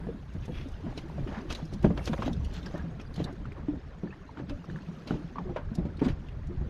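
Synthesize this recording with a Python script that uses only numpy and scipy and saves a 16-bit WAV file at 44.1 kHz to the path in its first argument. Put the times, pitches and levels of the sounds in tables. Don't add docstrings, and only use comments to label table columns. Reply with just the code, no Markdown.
import sys
import numpy as np
from scipy import signal
from scipy.fft import rfft, irfft, next_fast_len
from scipy.io import wavfile
from scipy.ndimage import uniform_filter1d, map_coordinates

SR = 44100
rng = np.random.default_rng(int(sys.argv[2]) if len(sys.argv) > 2 else 0)


def bounce(signal):
    frames = np.transpose(np.atleast_2d(signal))
    limited = np.clip(frames, -1, 1)
    pcm = np.round(limited * 32767).astype(np.int16)
    wavfile.write(sys.argv[1], SR, pcm)


N = 295417

# [t/s, level/dB, air pocket f/Hz,
# hardness/dB (0 = flat smack, -30 = soft gulp), pocket t60/s]
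WAVE_SLAPS = [(0.069, -29.5, 184, -1.5, 0.069), (0.087, -28, 458, -9, 0.074), (0.349, -28, 156, -25, 0.077),
              (0.48, -28, 149, -6, 0.053), (0.658, -31.5, 265, -46, 0.078), (0.865, -29, 229, -18, 0.093),
              (1.181, -30, 141, 2, 0.19), (1.626, -28.5, 156.6, -34, 0.11), (1.725, -27.5, 148, -14, 0.042),
              (1.844, -10, 192, -3.5, 0.071), (1.874, -21.5, 215, -22, 0.055), (1.904, -21, 190, -8, 0.094),
              (2.096, -22, 225, -23, 0.079), (2.118, -30, 167, -41, 0.098), (2.19, -26.5, 217, -2, 0.053),
              (2.262, -25, 270, -21, 0.093), (2.278, -23.5, 271, 4, 0.067), (2.741, -28.5, 182, -2, 0.07),
              (2.84, -31, 165.4, -33, 0.29), (3.179, -28.5, 174, -13, 0.15), (3.2, -19.5, 410, -17, 0.024),
              (3.472, -31.5, 138, -33, 0.087), (3.684, -21, 294, -40, 0.13),
              (4.034, -24.5, 177, -20, 0.077), (4.398, -28.5, 305, -9, 0.034), (4.505, -33, 280, -43, 0.17),
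              (4.685, -33.5, 155, -9, 0.19), (4.745, -31.5, 156, -42, 0.2), (4.886, -31.5, 167, -37, 0.13),
              (5.108, -17.5, 240, -12, 0.044), (5.14, -22, 163.4, -25, 0.087),
              (5.366, -38.5, 261, -39, 0.11), (5.385, -33, 182, -36, 0.12), (5.497, -27.5, 186, -7, 0.071),
              (5.715, -27.5, 216, -58, 0.099), (5.784, -17.5, 177.3, -28, 0.085),
              (5.852, -25.5, 206, -4, 0.055), (6.017, -14, 268, -12.5, 0.055),
              (6.059, -15.5, 244, -16, 0.079), (6.494, -35, 194, -23, 0.1), (6.61, -29, 150, -36, 0.081)]
# [f/Hz, level/dB, t60/s], detuned and re-weighted at each slap
HULL_MODES = [(138, -3.5, 0.28), (172.3, -0.5, 0.31), (214.5, 2, 0.16), (288.4, 2.5, 0.18),
              (341, 0.5, 0.13), (403, -16, 0.091), (482.3, -8, 0.082), (578.4, -8.5, 0.15),
              (664, -29.5, 0.054), (970, -17.5, 0.092)]
# [t/s at its height, length/s, level/dB, bubble f/Hz]
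HULL_WASHES = [(0.88, 0.11, -54.5, 1360), (1.365, 0.08, -44.5, 1370), (1.6, 0.027, -44, 760),
               (1.86, 0.022, -33.5, 576), (1.996, 0.05, -45.5, 1150), (2.19, 0.038, -45, 796),
               (2.288, 0.055, -44.5, 780), (2.562, 0.086, -55.5, 770), (2.776, 0.097, -50.5, 1330),
               (3.21, 0.023, -47, 596), (3.282, 0.062, -46, 1094), (3.588, .06, -50.5, 890),
               (4.391, 0.044, -48.5, 1520), (5.403, 0.036, -53, 734), (5.47, 0.077, -47, 448),
               (6.058, 0.05, -42.5, 1245)]
# [t/s, level/dB, cavity f/Hz]
WAVELET_POPS = [(0.863, -37.5, 640), (0.924, -41.5, 770), (1.098, -40.5, 910), (1.276, -40, 1190),
                (1.317, -41, 564), (1.347, -38, 1670), (1.381, -39, 1770), (1.902, -28, 438),
                (1.975, -37, 1510), (2.132, -31, 933), (2.179, -41, 1900), (2.221, -34, 950),
                (2.746, -32.5, 573), (3.199, -29, 296), (3.454, -36, 1300), (3.52, -40.5, 2200),
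                (4.372, -37, 1370), (4.642, -42.5, 1210), (4.699, -38, 1640), (4.759, -36.5, 1650),
                (4.787, -42, 1630), (5.107, -28.5, 1320), (5.357, -33.5, 1040), (5.383, -26, 1064),
                (5.56, -28.5, 566), (6.017, -25.5, 393)]
# [t/s, level/dB, f/Hz, glide/(octaves per s), t60/s]
WATER_PLIPS = [(0.49, -37.5, 498, 0.5, 0.14), (1.847, -21, 332, -1.5, 0.11),
               (2.665, -42.5, 1650, -2.5, 0.077), (2.757, -42, 1770, 3, .05), (2.795, -44, 1660, 1, 0.088),
               (3.566, -46, 1146, -10, .06), (3.578, -35.5, 368, -12, 0.069), (3.734, -33, 283, -4, 0.15),
               (4.036, -32.5, 342, 0, 0.18), (4.073, -46.5, 1750, 1, 0.046), (4.106, -48, 2510, 8, 0.074),
               (4.126, -40, 1700, 16, 0.038), (4.291, -40, 995, -20.5, 0.045),
               (4.376, -32, 324, -20, 0.087), (4.518, -39.5, 576, 0.5, 0.16),
               (5.366, -40.5, 1174, -5.5, 0.15), (5.392, -38.5, 956, -14.5, 0.096),
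               (5.454, -36.5, 379, -2, 0.36), (5.493, -40.5, 780, 2, 0.082), (6.496, -34, 345, 1, 0.2)]
# [t/s, level/dB]
CHOP_LEVEL = [(0.0, -39.5), (0.24, -53.5), (1.38, -38), (1.68, -48), (2.03, -45), (2.75, -40.5),
              (2.97, -44.5), (4.25, -51.5), (5.0, -47), (5.45, -47.5), (5.6, -48.5), (6.36, -48),
              (6.7, -48.5)]
# [t/s at its height, level/dB]
HULL_HEAVES = [(0.4, -34.5), (0.578, -35.5), (0.898, -41), (1.231, -33.5), (1.508, -37), (1.87, -29),
               (4.529, -36), (4.722, -41), (5.14, -38), (5.478, -36), (5.665, -37), (5.828, -33),
               (6.101, -29.5), (6.471, -34.5), (6.6, -32)]
# [t/s, level/dB, brightness/dB (above 0 = sharp edge, below = dull boom), t60/s]
GEAR_KNOCKS = [(0.9754, -23, 7.5, 0.072), (1.271, -35, 0.5, 0.34), (1.502, -18, 5.5, 0.068),
               (1.524, -19.5, 13.5, 0.041), (1.547, -32.5, 9, 0.25), (1.9746, -23.5, 2.5, 0.065),
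               (2.074, -15.5, 4, 0.059), (2.132, -16.5, -2, 0.034), (2.2204, -22, 0.5, 0.11),
               (2.656, -32, 0, 0.11), (2.997, -33.5, 2, 0.12), (3.159, -32.5, 14, 0.053),
               (4.494, -26, 3, 0.073), (5.071, -32.5, 4, 0.47), (5.5615, -25, -4, 0.096),
               (6.082, -25, 3.5, 0.13)]
# [t/s, level/dB, f/Hz, crack level/dB re the click]
TACKLE_CLICKS = [(0.334, -55, 5200, -6), (0.685, -58, 5170, -1.5), (0.717, -60, 5200, -2),
                 (0.4545, -48.5, 3540, -6), (1.5485, -24, 3940, -26), (1.652, -43.5, 5180, -16),
                 (1.736, -46.5, 5120, -4.5), (1.8265, -39, 2970, -15), (2.055, -29, 4210, -13.5),
                 (2.33, -33, 3700, -21), (2.4465, -36.5, 2910, -14.5), (2.537, -48, 4400, -3),
                 (2.628, -36.5, 3560, -38), (2.6597, -31.5, 5070, -35), (2.776, -51, 4440, -5),
                 (3.012, -42, 5500, -22), (3.14, -39.5, 4400, -17), (3.241, -26, 4040, -20),
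                 (3.326, -66.5, 5230, 7), (5.074, -33.5, 4510, -27), (5.751, -41, 5000, -6),
                 (5.97, -42, 4220, -25), (6.284, -37.5, 2820, -32), (6.47, -53.5, 6800, -10)]
# [multiple of its pitch, level/dB]
TACKLE_PARTIALS = [(.71, -10), (0.901, -1.5), (1, 2), (1.119, -5.5), (1.47, -17), (1.83, -21), (2.6, -36)]
# [t/s at its height, length/s, level/dB, f/Hz]
GEAR_RUBS = [(0.443, 0.042, -55, 2880), (0.585, 0.1, -50, 2750), (1.519, 0.038, -46.5, 3080),
             (1.736, 0.026, -56.5, 4600), (2.064, 0.045, -51.5, 5240), (2.27, 0.031, -44.5, 3150),
             (2.562, 0.058, -50.5, 3420), (3.201, 0.058, -51, 3250), (5.999, 0.019, -49.5, 2580),
             (6.054, 0.028, -47.5, 3880)]
# [t/s at their height, length/s, rustle level/dB]
ARM_REACHES = [(0.52, 0.77, -67.5), (1.45, 1, -66), (2.18, 0.25, -59), (2.626, 0.3, -60.5),
               (4.953, 0.57, -66)]
# [t/s, level/dB]
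HISS_CURVE = [(0, -80), (0.3, -91), (0.55, -78), (0.75, -90), (1.3, -85), (1.9, -88), (2.03, -71),
              (2.15, -74), (2.3, -82), (2.42, -107), (3.2, -82), (3.7, -107), (4.8, -97.5), (6.7, -94)]
# [t/s, level/dB]
WIND_STRENGTH = [(0.0, -45), (0.33, -44.5), (1.49, -46), (2.42, -37.5), (2.65, -45.5), (3.69, -44.5),
                 (3.9, -49.5), (4.85, -57), (6.29, -39.5), (6.7, -39)]

# [f/Hz, level/dB]
SPLASH_COLOUR = [(150, -25), (350, 15.5), (700, 4.5), (1200, -6.5), (2000, -12), (4000, -23.5), (7000, -35),
                 (9000, -42.5)]
# [multiple of its pitch, level/dB]
FROTH_COLOUR = [(.25, -9), (.55, 5.5), (1, -1), (1.5, -8.5), (2.4, -15.5), (5, -30.5)]
# [f/Hz, level/dB]
SLOSH_COLOUR = [(60, -30), (110, -8.5), (165, -2.5), (230, -7), (320, -8.5), (430, -12.5), (560, -17),
                (800, -24), (1500, -37.5)]
# [f/Hz, level/dB]
TRICKLE_COLOUR = [(300, -10), (550, -2.5), (1000, -4.5), (1700, -2.5), (2600, -11.5), (4500, -19.5),
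                  (9000, -38.5)]
# [f/Hz, level/dB]
HEAVE_COLOUR = [(10, -31), (22, -0.5), (55, -2), (85, -3), (105, -8), (150, -11.5)]
# [f/Hz, level/dB]
CLACK_COLOUR = [(400, 11.5), (1000, 1.5), (1800, -0.5), (3200, 0.5), (5000, -25), (8000, -45)]
# [f/Hz, level/dB]
DECK_COLOUR = [(80, -30), (170, -6), (450, -3), (590, 3), (720, -9.5), (1000, -5), (1600, -14), (4000, -47)]
# [f/Hz, level/dB]
EDGE_COLOUR = [(1800, -16), (3800, 8), (6500, 1), (7800, -12.5), (10500, -13.5), (13000, -21), (15000, -26)]
# [f/Hz, level/dB]
CRACK_COLOUR = [(2000, -16), (4000, 7.5), (6500, 5.5), (7800, -3.5), (10000, -4), (13000, -11.5),
                (15000, -28)]
# [multiple of its pitch, level/dB]
SCRAPE_COLOUR = [(.3, -3), (.62, -3), (.8, -3.5), (.87, -2), (.96, 0), (1.02, -3.5), (1.09, -2.5),
                 (1.14, -13), (1.2, 2), (1.35, -11.5), (2.2, -16.5), (2.7, -41), (4, -30.5), (5.5, -46)]
# [f/Hz, level/dB]
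RUSTLE_COLOUR = [(1200, -17.5), (2500, 1.5), (3400, -0.5), (5000, -5.5), (6600, -7), (7700, -18.5),
                 (12000, -23.5), (15000, -28.5)]
# [f/Hz, level/dB]
HISS_COLOUR = [(5000, -24), (8000, 1), (10000, 5), (12500, -0.5), (15000, -17.5)]
# [f/Hz, level/dB]
WIND_COLOUR = [(10, -28.5), (20, -6.5), (35, -5), (60, -3), (80, -3.5), (105, -11), (150, -10), (300, -37)]

WALL_HZ, SMACK_DB = 640, 4
SPLASH_DB, SPLASH_GROWS, SPLASH_T60_S = -13, 0.19, 0.11
SHELL_DB, SHELL_GROWS = -9.5, 0.33
WAKE_DB, WAKE_RISE_S, WAKE_T60_S, WAKE_GROWS = -25, 0.018, 0.47, 0.49
POP_RISE_CYCLES, POP_CLIMB_OCTAVES = 2.07, 0.1
POP_OVERTONE, POP_OVERTONE_DB = 2.15, -19.5
POP_FROTH_DB, POP_FROTH_T60_S = -12.5, 0.074
PLIP_RISE_CYCLES = 0.77
PUFF_DB, PUFF_T60_S = -10.5, 0.14
TRICKLE_DB, TRICKLE_GROWS = -57.5, 0.31
HEAVE_S = 0.065
BOOM_DB, BOOM_FALLS, EDGE_DB = -12, 1.85, -28
TACKLE_T60_S = 0.044
STILL_DB = -71
WIND_TRIM_DB, GUST_DB, GUST_KNOTS_PER_S = 3.5, 2, 7
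TOP_HZ = 15600


def slaps():
    out, t = np.zeros(N), np.arange(SR // 3) / SR
    for s, db, hz, hard_db, t60 in WAVE_SLAPS:
        splash_db = SPLASH_DB + SPLASH_GROWS * hard_db
        ring_db = SHELL_DB + SHELL_GROWS * hard_db
        pocket = np.sin(2 * np.pi * hz * t * (1 + 0.11 * t)) * fade(t, t60, attack=0.0017)
        wall_hz = WALL_HZ * rng.normal(1, 0.035)
        smack = np.sin(2 * np.pi * wall_hz * t) * fade(t, t60=0.014, attack=0.0011)
        shell = hull_ring(t)
        splash = burst(t, SPLASH_COLOUR, SPLASH_T60_S, attack=0.00058)
        crest = graze(t, SPLASH_COLOUR, t60=.05)
        add(out, s - t[-1], amp(db + splash_db - 7) * crest)
        thump = amp(2.5) * pocket + amp(hard_db + SMACK_DB) * smack
        add(out, s, amp(db) * (thump + amp(ring_db) * shell + amp(splash_db) * splash))
    return out


def hull_ring(t):
    ring = np.zeros(len(t))
    for hz, db, t60 in HULL_MODES:
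        detune, strength = rng.standard_normal(2)
        tone = np.sin(2 * np.pi * hz * (1 + 0.035 * detune) * t)
        ring += amp(db + 2 * strength) * tone * fade(t, t60, attack=0.0038)
    return ring


def wake():
    power, t = np.zeros(N), np.arange(SR) / SR
    for s, db, *_ in WAVE_SLAPS:
        add(power, s, (amp(WAKE_GROWS * db) * fade(t, WAKE_T60_S, WAKE_RISE_S)) ** 2)
    return np.sqrt(power)


def washes():
    out = np.zeros(N)
    for s, length, db, hz in HULL_WASHES:
        shape = swell(length)
        cloud = bubbles(count=7000, hz=hz, spread=0.367, cycles=16, rise=0, size_db=7.0, size=500)
        cloud = unit(cloud[:len(shape)])
        froth = coloured(ragged(len(shape), patchy_db=0.5), pitched(FROTH_COLOUR, hz))
        add(out, s - length, amp(db) * shape * unit(froth + 0.57 * cloud))
    return out


def pops():
    out, t = np.zeros(N), np.arange(SR // 8) / SR
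    for s, db, hz in WAVELET_POPS:
        age = t * hz / POP_RISE_CYCLES
        pitch = hz * 2 ** (POP_CLIMB_OCTAVES * (np.minimum(age, 2) - 1))
        phase = 2 * np.pi * np.cumsum(pitch) / SR
        tone = np.sin(phase) + amp(POP_OVERTONE_DB) * np.sin(POP_OVERTONE * phase)
        cavity = tone * (age * np.exp(1 - age)) ** 2
        froth = burst(t, pitched(FROTH_COLOUR, 1.23 * hz), POP_FROTH_T60_S, attack=0.0017)
        add(out, s, amp(db) * (cavity + amp(POP_FROTH_DB) * froth))
    return out


def plips():
    out, t = np.zeros(N), np.arange(SR // 4) / SR
    for s, db, hz, glide, t60 in WATER_PLIPS:
        pitch = hz * 2 ** (glide * np.minimum(t, t60))
        bubble = np.sin(2 * np.pi * np.cumsum(pitch) / SR) * fade(t, t60, PLIP_RISE_CYCLES / hz)
        puff = burst(t, pitched(FROTH_COLOUR, 0.78 * hz), PUFF_T60_S, attack=0.0012)
        add(out, s, amp(db) * (amp(0.5) * bubble + amp(PUFF_DB) * puff))
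    return out


def lapping():
    chop_db, = curves(CHOP_LEVEL)
    gurgle = bubbles(count=420, hz=279.9, spread=0.551, cycles=9.3, rise=0.095, size_db=2.5, size=4000)
    patter = bubbles(count=2400, hz=1101.5, spread=0.557, cycles=15.0, rise=0.047, size_db=2.5, size=1200)
    slosh = coloured(unit(gurgle) + 4 * rng.standard_normal(N), SLOSH_COLOUR)
    trickle = coloured(unit(patter) + 2.56 * rng.standard_normal(N), TRICKLE_COLOUR)
    churn = np.hypot(amp(chop_db), amp(WAKE_DB) * wake())
    trickle_db = TRICKLE_DB + TRICKLE_GROWS * (chop_db - chop_db.mean())
    return churn * slosh + amp(trickle_db) * trickle


def rocking():
    out, shape = np.zeros(N), swell(HEAVE_S)
    for s, db in HULL_HEAVES:
        rumble = coloured(rng.standard_normal(len(shape)), HEAVE_COLOUR)
        add(out, s - HEAVE_S, amp(db) * shape * rumble)
    return out


def knocks():
    out, t = np.zeros(N), np.arange(SR // 4) / SR
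    for s, db, bright_db, t60 in GEAR_KNOCKS:
        boom_db = BOOM_DB - BOOM_FALLS * bright_db
        edge_db = EDGE_DB + bright_db
        clack = burst(t, CLACK_COLOUR, t60, attack=0.0014)
        boom = burst(t, DECK_COLOUR, 1.7 * t60, attack=0.001)
        edge = burst(t, EDGE_COLOUR, t60, attack=.0012)
        dull_graze = amp(db - 25) * graze(t, CLACK_COLOUR, t60=.06)
        bright_graze = amp(db + edge_db - 11) * graze(t, EDGE_COLOUR, t60=.05)
        add(out, s - t[-1], dull_graze + bright_graze)
        add(out, s, amp(db) * (amp(-10.5) * clack + amp(boom_db) * boom + amp(edge_db) * edge))
    return out


def clicks():
    out, t = np.zeros(N), np.arange(SR // 6) / SR
    for s, db, hz, crack_db in TACKLE_CLICKS:
        ring = np.zeros(len(t))
        for ratio, level in TACKLE_PARTIALS:
            chatter = .035 * np.cumsum(rng.standard_normal(len(t)))
            ring += amp(level) * np.sin(2 * np.pi * min(hz * ratio, TOP_HZ) * t + 2 * chatter)
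        ring *= fade(t, TACKLE_T60_S, attack=.0015)
        crack = burst(t, CRACK_COLOUR, TACKLE_T60_S, attack=.0012)
        brush = graze(t, CRACK_COLOUR, t60=.04)
        add(out, s - t[-1], amp(db + crack_db - 12) * brush)
        add(out, s, amp(db) * (amp(-11) * ring + amp(crack_db + 2.5) * crack))
    return out


def rubs():
    out = np.zeros(N)
    for s, length, db, hz in GEAR_RUBS:
        shape = swell(length)
        grip = amp(2.2 * wobble(382.4)[:len(shape)])
        slips = rng.standard_normal(len(shape)) * grip
        add(out, s - length, amp(db) * shape * coloured(slips, pitched(SCRAPE_COLOUR, hz)))
    return out


def sleeve():
    power = np.full(N, amp(STILL_DB) ** 2)
    for s, length, db in ARM_REACHES:
        add(power, s - length, amp(db) ** 2 * swell(length))
    crackle = bubbles(count=3000, hz=4700, spread=0.28, cycles=3.5, rise=0, size_db=2.0, size=200)
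    cloth = coloured(0.29 * unit(crackle) + ragged(N, patchy_db=6.5), RUSTLE_COLOUR)
    return np.sqrt(power) * amp(1.1 * wobble(67)) * cloth


def hiss():
    level_db, = curves(HISS_CURVE)
    return amp(level_db) * coloured(rng.standard_normal(N), HISS_COLOUR)


def wind():
    strength_db, = curves(WIND_STRENGTH)
    gusts_db = GUST_DB * wobble(GUST_KNOTS_PER_S)
    return amp(strength_db + WIND_TRIM_DB + gusts_db) * coloured(rng.standard_normal(N), WIND_COLOUR)


def bubbles(count, hz, spread, cycles, rise, size_db, size):
    when, rarity = rng.random((2, count, 1))
    pitch = np.clip(hz * np.exp(spread * rng.standard_normal((count, 1))), 60, SR / 3)
    turns = pitch * np.arange(size) / SR
    age = turns / cycles
    tone = np.sin(2 * np.pi * turns * (1 + rise * np.minimum(age, 2)))
    grain = tone * np.exp(-np.e * age) * (1 - np.exp(-2 * turns))
    grain = grain * np.minimum(1, np.linspace(10, 0, size))
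    gain = amp(-size_db * np.log(np.maximum(rarity, .03)))
    index = (when * N).astype(int) + np.arange(size)
    return np.bincount(index.ravel(), (gain * grain).ravel(), N)[:N]


def ragged(size, patchy_db):
    spectrum = signal.stft(rng.standard_normal(size + 512), nperseg=512)[2]
    field = rng.standard_normal(spectrum.shape)
    for axis in (0, 1):
        field = uniform_filter1d(field, size=3, axis=axis)
    return unit(signal.istft(spectrum * amp(patchy_db * unit(field)), nperseg=512)[1][:size])


def coloured(x, points):
    m = next_fast_len(len(x) + 8192)
    hz, db = np.transpose([*points, (2 * points[-1][0], -120)])
    log_hz = np.log(np.fft.rfftfreq(m, 1 / SR) + 1)
    gain = amp(np.interp(log_hz, np.log(hz), db))
    return unit(irfft(rfft(x, m) * gain, m)[:len(x)])


def pitched(shape, hz):
    return [(hz * ratio, db) for ratio, db in shape]


def burst(t, colour, t60, attack):
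    return coloured(ragged(len(t), patchy_db=3), colour) * fade(t, t60, attack)


def graze(t, colour, t60):
    return burst(t, colour, t60, attack=0.00055)[::-1]


def fade(t, t60, attack):
    return amp(-60 * t / max(t60, .004)) * (1 - np.exp(-t / attack))


def swell(length):
    return np.hanning(int(2 * max(length, .005) * SR))


def wobble(rate):
    return map_coordinates(rng.standard_normal(512), [np.arange(N) * rate / SR], mode="wrap")


def curves(rows):
    s, *cols = np.transpose(rows)
    return [np.interp(np.arange(N) / SR, s, c) for c in cols]


def add(track, s, sound):
    part = track[max(round(s * SR), 0):][:len(sound)]
    part += sound[:len(part)]


def amp(db):
    return 10 ** (np.asarray(db) / 20)


def unit(x):
    return x / np.sqrt(np.mean(x ** 2) + 1e-20)


def scene():
    water = slaps() + washes() + pops() + plips() + lapping() + rocking()
    gear = knocks() + clicks() + rubs() + sleeve()
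    return (water + gear + hiss() + wind())[None]


def record(dry):
    m = next_fast_len(N + 8192)
    passband = np.fft.rfftfreq(m, 1 / SR) < TOP_HZ
    return irfft(rfft(dry, m) * passband, m)[..., :N]


dry = scene()
out = record(dry)
bounce(out)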